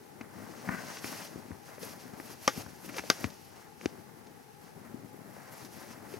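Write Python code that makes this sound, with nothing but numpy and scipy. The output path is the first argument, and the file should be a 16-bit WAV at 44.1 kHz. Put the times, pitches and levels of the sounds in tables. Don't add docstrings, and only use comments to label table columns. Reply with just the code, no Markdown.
import sys
import numpy as np
from scipy import signal
from scipy.fft import rfft, irfft, next_fast_len
from scipy.io import wavfile
from scipy.ndimage import uniform_filter1d

SR = 44100
rng = np.random.default_rng(int(sys.argv[2]) if len(sys.argv) > 2 else 0)


def digitize_waveform(pressure):
    field = np.atleast_2d(pressure).T
    bounded = np.clip(field, -1, 1)
    quanta = np.round(bounded * 32767).astype(np.int16)
    wavfile.write(sys.argv[1], SR, quanta)


N = 272979
PADDED = next_fast_len(N, real=True)
HZ = np.arange(PADDED // 2 + 1) * SR / PADDED
T = np.arange(N) / SR
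HIT_T = np.arange(4096) / SR


def undb(db):
    return 10 ** (np.asarray(db) / 20)


def unit(x):
    return x / np.sqrt(np.mean(x ** 2))


def hit_level(x, db):
    return x * undb(db) * np.sqrt((SR // 100) / np.sum(x ** 2))


def over_hz(hz, points_hz, values):
    return np.interp(np.log(hz + 1), np.log(points_hz), values)


def colour(x, eq, size=2048):
    hz = np.arange(size // 2 + 1) * SR / size
    cepstrum = irfft(np.log(undb(over_hz(hz, *np.transpose(eq)))))
    cepstrum[1:size // 2] *= 2
    cepstrum[size // 2 + 1:] = 0
    return signal.oaconvolve(x, irfft(np.exp(rfft(cepstrum))))[:len(x)]


def wander(rate_hz):
    hold = int(SR / rate_hz)
    stairs = np.repeat(rng.standard_normal(N // hold + 1), hold)
    return 1.2 * uniform_filter1d(stairs, hold)[:N]


def add(track, start, sound):
    i = int(start * SR)
    track[i:i + len(sound)] += sound[:N - i]


def envelope(start, length, attack_s, release_s):
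    return np.exp(-np.maximum(start - T, 0) / attack_s - np.maximum(T - start - length, 0) / release_s)


def grains(eq, per_s, spread, flicker_db, flicker_hz):
    bunches = undb(flicker_db * wander(flicker_hz))
    streams = np.zeros((2, N))
    for stream in streams:
        chance, size = rng.random((2, N))
        breaks = chance < per_s / SR
        push = 2 * size[breaks] - 1
        stream[breaks] = np.sign(push) * undb(-spread * np.log(np.abs(push) + .02))
    return np.array([unit(bunches * colour(stream, eq)) for stream in streams])


# frequency in Hz, gain in dB.
STILL_EQ = [(25, -26), (50, -11), (95, 4.5), (160, 6), (300, -0.5), (450, 6.5), (640, -15.5), (740, 0.5),
            (830, 8), (960, -8), (1600, -7.5), (3000, -16.5), (7500, -20), (11000, -18), (16000, -24.5)]


def stillness():
    return [undb(db + 0.52 * wander(3.8)) * unit(colour(rng.standard_normal(N), STILL_EQ))
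            for db in (-58.5, -57)]


# start in seconds, length in seconds, packing snow and
# breaking crust in dB before the mix trims.
TREADS = [(0, 0.14, -58.5, -69), (0.188, 0.063, -52, -59), (0.33, 0.32, -49.5, -56), (0.667, .25, -51, -50),
          (1.036, 0.19, -50, -53), (1.294, 0.26, -51.5, -59.5), (1.684, 0.054, -57.5, -55.5),
          (1.818, 0.5, -51.5, -57.5), (2.58, 0.018, -43, -55.5), (2.69, 0.08, -59, -61),
          (2.836, 0.27, -52.5, -59.5), (3.216, 0.04, -45.5, -52.5), (3.525, 0.14, -74, -61),
          (3.842, 0.16, -53, -60), (4.084, 0.33, -58, -65.5), (4.637, 0.043, -57, -61.5),
          (4.774, 0.29, -51.5, -64.5), (4.855, 0.01, -60, -58), (5.141, 0.23, -52.5, -60.5),
          (5.387, 0.21, -58.5, -55), (5.612, 0.058, -53, -59.5), (5.768, .4, -51.5, -56)]


def treads(sag_db_per_s=3):
    pack, crust = np.zeros((2, N))
    for start, length, pack_db, crust_db in TREADS:
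        settling = undb(-sag_db_per_s * np.clip(T - start, 0, length))
        load = envelope(start, length, attack_s=0.034, release_s=0.049) * settling
        pack += (undb(pack_db) * load) ** 2
        crust += (undb(crust_db) * load) ** 2
    return pack, crust


# frequency in Hz, gain in dB.
PACK_EQ = [(25, -37), (60, -34), (100, 0.5), (150, -1), (220, 2.5), (320, 1), (500, -7), (800, -15),
           (1400, -35.5)]
CRUST_EQ = [(60, -20), (250, -34), (550, 4.5), (1050, 2), (1300, 0.5), (1500, 0), (2050, -1.5), (2700, -17),
            (3400, -34), (7000, -19)]
POWDER_EQ = [(200, -42), (1200, -14.5), (2600, 1), (3600, -4.5), (4600, 0), (5700, 1.5), (6800, -2),
             (7600, -9.5), (9000, -6), (12000, -23)]
SPRAY_EQ = [(1000, -53), (5000, -20), (8000, -2.5), (9400, -9), (10400, 5), (13200, 1.5), (14500, -3),
            (16000, -11.5)]


def steps():
    pack, crust = treads()
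    powder, spray = showers()
    crust += undb(-2.5) ** 2 * powder
    floor = undb([-65.5, -75.5, -72, -70.5])[:, None]
    trims = undb([-0.17, 2, 2.5, 0])[:, None]
    pack, crust, powder, spray = trims * np.sqrt(np.array([pack, crust, powder, spray]) + floor ** 2)
    return (pack * grains(PACK_EQ, per_s=670, spread=2, flicker_db=1.5, flicker_hz=49)
            + crust * grains(CRUST_EQ, per_s=2200, spread=3, flicker_db=1.24, flicker_hz=60)
            + powder * grains(POWDER_EQ, per_s=11000, spread=2.5, flicker_db=1, flicker_hz=70)
            + spray * grains(SPRAY_EQ, per_s=16000, spread=-1, flicker_db=2.1, flicker_hz=70))


def crumble(eq, decay_s, db):
    fractures = rng.choice([-1, 1], len(HIT_T)) * np.exp(-HIT_T / max(decay_s, .0004))
    power = uniform_filter1d(np.abs(rfft(fractures)) ** 2, size=40)[1:]
    band_hz = np.arange(1, len(power) + 1) * SR / len(HIT_T)
    flat = colour(fractures, np.column_stack([band_hz, -10 * np.log10(power)]))
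    return hit_level(colour(flat, eq), db)


# frequency in Hz, gain in dB.
THUD_EQ = [(20, -48), (45, -11), (75, 13), (120, 2.5), (700, 10), (1500, -9)]


def thud(hz, decay_cycles, db):
    cycles = hz * HIT_T
    swing = -np.sin(2 * np.pi * cycles) * cycles * np.exp(-cycles / decay_cycles)
    return hit_level(colour(swing, THUD_EQ), db)


# start in seconds, thud level in dB, thud pitch in Hz,
# crunch level in dB, grit level in dB before its trim, crumbling time in seconds.
CLODS = [(.211, -40.5, 231, -45, -60.5, 0.0035), (0.673, -37, 198, -46, -80, 0.0083),
         (.689, -31, 200, -32, -65, 0.0038), (0.745, -45, 220, -43, -87, 0.0029),
         (.97, -54, 400, -48, -53, .003), (1.0438, -38.5, 287, -39.5, -56, 0.0019),
         (1.3582, -38, 271, -68, -71, 0.0011), (1.507, -41, 266, -61.5, -77, 0.0024),
         (1.5153, -44, 107, -52, -85, 0.0017), (1.781, -46.5, 494, -52, -80, .0014),
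         (1.829, -43.5, 480, -52, -52, 0.0055), (2.135, -45.5, 206, -69, -64, .004),
         (2.199, -44.5, 302, -46, -70, 0.002), (2.576, -36, 223, -64, -56, 0.0031),
         (2.594, -49, 110, -61, -54, .011), (2.663, -46, 158, -49, -96, 0.0019),
         (2.8894, -45, 290, -44.5, -60, 0.01), (2.943, -51, 370, -47.5, -59, .0029),
         (2.966, -40.5, 498, -50, -48.5, 0.0055), (2.982, -41, 373, -35, -44.5, 0.0081),
         (2.994, -40, 290, -40, -55, 0.0013), (3.038, -44, 523, -51.5, -64, 0.0016),
         (3.2424, -29.5, 250, -34, -47, 0.0024), (3.2493, -34.5, 134, -59, -58, 0.001),
         (3.303, -60, 250, -64, -57.5, .002), (3.8123, -50, 416, -50, -64, 0.0012),
         (3.8577, -26, 303, -37, -43.5, 0.0018), (4.2683, -56, 280, -62, -64, 0.0049),
         (4.942, -38.5, 252, -82, -79, 0.004), (5.047, -49.5, 201, -76, -81, .002),
         (5.366, -52, 490, -56, -86, 0.0011), (5.649, -60, 200, -70, -56, 0.004),
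         (6.1386, -38.5, 390, -52.5, -61, 0.0053)]
# multiple of the crunch pitch, gain in dB.
CRUNCH_SHAPE = [(.03, -32), (.15, -20.5), (.3, 0), (.55, 2), (.75, 2), (1, 5), (1.2, -1.5), (1.4, -10.5),
                (1.8, -27), (4, -41)]
# frequency in Hz, gain in dB.
GRIT_EQ = [(200, -22), (1200, -2), (2600, -29), (3700, 0), (5400, -1), (6500, -0.5), (7600, -13.5),
           (13000, -27), (16000, -34)]


def clods(base_hz=2750, grit_db_per_octave=54.5, grit_trim_db=2.5):
    out = np.zeros(N)
    for start, thud_db, thud_hz, crunch_db, grit_db, crumble_s in CLODS:
        crunch_hz = base_hz * 2 ** ((grit_db - crunch_db) / grit_db_per_octave)
        crunch_eq = [(multiple * crunch_hz, db) for multiple, db in CRUNCH_SHAPE]
        add(out, start, crumble(crunch_eq, crumble_s, crunch_db))
        add(out, start, crumble(GRIT_EQ, crumble_s, grit_db + grit_trim_db))
        decay_cycles = 0.18 + 0.47 * thud_hz * crumble_s
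        add(out, start, thud(thud_hz, decay_cycles, thud_db))
    return out


# start in seconds, length in seconds, midway level in dB,
# swell in dB per second, spray offset in dB. Levels come before the mix trims.
SHOWERS = [(0.337, 0.65, -59.5, 24, -3), (1.044, 0.23, -51.5, -21, 1.5), (1.659, .1, -63.5, -12, -4),
           (1.829, .1, -54, -25, 2), (2.005, .05, -61.5, -10, -4), (2.183, 0.15, -59, 54, 2.5),
           (2.426, .19, -54.5, 28, 3), (2.846, 0.013, -57, 0, 3.5), (2.89, 0.044, -59, -12, -1),
           (2.968, 0.022, -50, -10, -3), (3.063, 0.2, -55, 13, -0.5), (3.208, 0.047, -60.5, -8, 1),
           (3.56, 0.058, -66.5, -10, -9), (3.817, 0.084, -62, -5, -13), (4.635, .05, -70, -10, -4),
           (5.307, 0.19, -67, 15, 0), (5.525, 0.14, -60, 19, 1.5), (5.731, 0.2, -59.5, 2, 0),
           (6.102, 0.071, -61.5, -8, 1)]


def showers(attack_s=0.021):
    powder, spray = np.zeros((2, N))
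    for start, length, db, swell_db_per_s, spray_db in SHOWERS:
        age = np.clip(T - start, 0, length)
        slide = envelope(start, length, attack_s, release_s=0.018)
        trickle = undb(-8) * envelope(start, length, attack_s, release_s=0.25)
        flow = np.maximum(slide, trickle) * undb(db + swell_db_per_s * (age - length / 2))
        spent_db = np.minimum(44 * age, 4.5)
        powder += flow ** 2
        spray += (flow * undb(spray_db - spent_db)) ** 2
    return powder, spray


# time in seconds, level in dB.
RUB_FADER = [(.66, -66), (.70, -42), (.76, -42.5), (.83, -52), (.95, -54.5), (1.1, -52.5), (1.25, -74)]
# frequency in Hz, bandwidth in Hz, gain in dB.
SHELL_MODES = [(203, 84, 5), (1150, 87, -1), (1503, 34, 8.5), (1590, 45, 0), (1820, 51, 2), (1970, 40, 0),
               (2550, 60, -9)]


def rub():
    shell = sum(undb(db) / (1 + 1j * (HZ ** 2 - hz ** 2) / (width * HZ + 1))
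                for hz, width, db in SHELL_MODES)
    slip_eq = [(100, -19), (200, 2.5), (2400, -3.5), (3500, -21)]
    slips = grains(slip_eq, per_s=2300, spread=1.5, flicker_db=1.5, flicker_hz=73)
    scrape = unit(irfft(rfft(slips, PADDED) * shell, PADDED)[:, :N])
    return scrape * undb(np.interp(T, *np.transpose(RUB_FADER), left=-np.inf, right=-np.inf))


# start in seconds, ring level in dB, shatter level in dB,
# shatter time in seconds, crumb level in dB, thud level in dB.
KNOCKS = [(2.477, -19, -25.5, 0.0048, -34.5, -35.5), (3.1005, -21.5, -20, 0.0018, -34, -36.5)]
# frequency in Hz, seconds to fall 60 dB, relative weight in dB
BODY_MODES = [(273, 0.043, -1, -5), (531, 0.026, 2, -4.5), (830, 0.066, -4.5, -13), (1190, 0.036, 5.5, 2),
              (1490, 0.026, -25, -32), (1570, 0.059, -19, -2.5), (1900, 0.029, -3, -6.5),
              (2105, 0.07, -12, -9), (2195, 0.024, -1, -9), (2460, 0.048, -17, -16.5),
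              (2930, 0.0092, -6.5, -8), (3590, 0.018, -32, -11.5), (4400, 0.043, -15, -9),
              (4940, 0.022, -8, 3), (5450, 0.022, -4, -5.5), (6090, 0.016, -5.5, -4)]
# frequency in Hz, gain in dB.
SHATTER_EQ = [(50, -25), (200, 4), (550, 4.5), (750, 2), (980, -14.5), (1400, 7.5), (2000, -1.5),
              (2350, -6), (3400, 0), (4000, -5), (5200, 0), (6200, -1), (7300, -10), (9300, -25),
              (10200, -11), (13000, -20), (16000, -21)]


def knocks(rebound_s=0.0089, scatter_s=0.017):
    out = np.zeros(N)
    hz, t60, *spots = np.transpose(BODY_MODES)
    decays = np.exp(-np.log(1000) * np.outer(1 / t60, HIT_T))
    rings = np.sin(2 * np.pi * np.outer(hz, HIT_T)) * decays / np.sqrt(t60)[:, None]
    lag_s = .0022 / (1 + hz / 1300)
    for (start, ring_db, shatter_db, shatter_s, crumbs_db, thud_db), spot_db in zip(KNOCKS, spots):
        body = np.zeros(N)
        for k, (ring, db) in enumerate(zip(rings, spot_db)):
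            add(body, start + lag_s[k], (-1) ** k * undb(db) * ring)
        out += hit_level(body, ring_db)
        add(out, start, crumble(SHATTER_EQ, shatter_s, shatter_db))
        add(out, start, thud(hz=315, decay_cycles=0.51, db=thud_db))
        add(out, start + rebound_s, crumble(SHATTER_EQ, scatter_s, crumbs_db))
    return out


# frequency in Hz, left minus right in dB, left's phase lead in radians.
STEREO_IMAGE = [(40, 12, -0.72), (130, 11, 0.31), (300, 9.5, -1.35), (820, 6, -0.55), (1340, 4.5, -1.22),
                (1920, 1, -0.46), (3200, 1.3, -0.65), (5570, 0.5, 0), (12000, 0.2, 0.61)]


def microphones(direct, diffuse):
    hz, balance_db, lead = np.transpose(STEREO_IMAGE)
    lean = undb(over_hz(HZ, hz, balance_db)) * np.exp(1j * over_hz(HZ, hz, lead))
    left_gain = 2 / (1 + 1 / np.abs(lean))
    spectra = rfft([direct + diffuse, direct - diffuse], PADDED)
    return irfft(spectra * [left_gain, left_gain / lean], PADDED)[:, :N]


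def scene():
    direct, diffuse = steps() + rub()
    hush, hush_wide = stillness()
    return microphones(direct + clods() + knocks() + hush, undb(-8) * diffuse + hush_wide)


def record(dry):
    return signal.sosfilt(signal.ellip(10, .2, 80, 15900, fs=SR, output="sos"), dry)


dry = scene()
out = record(dry)
digitize_waveform(out)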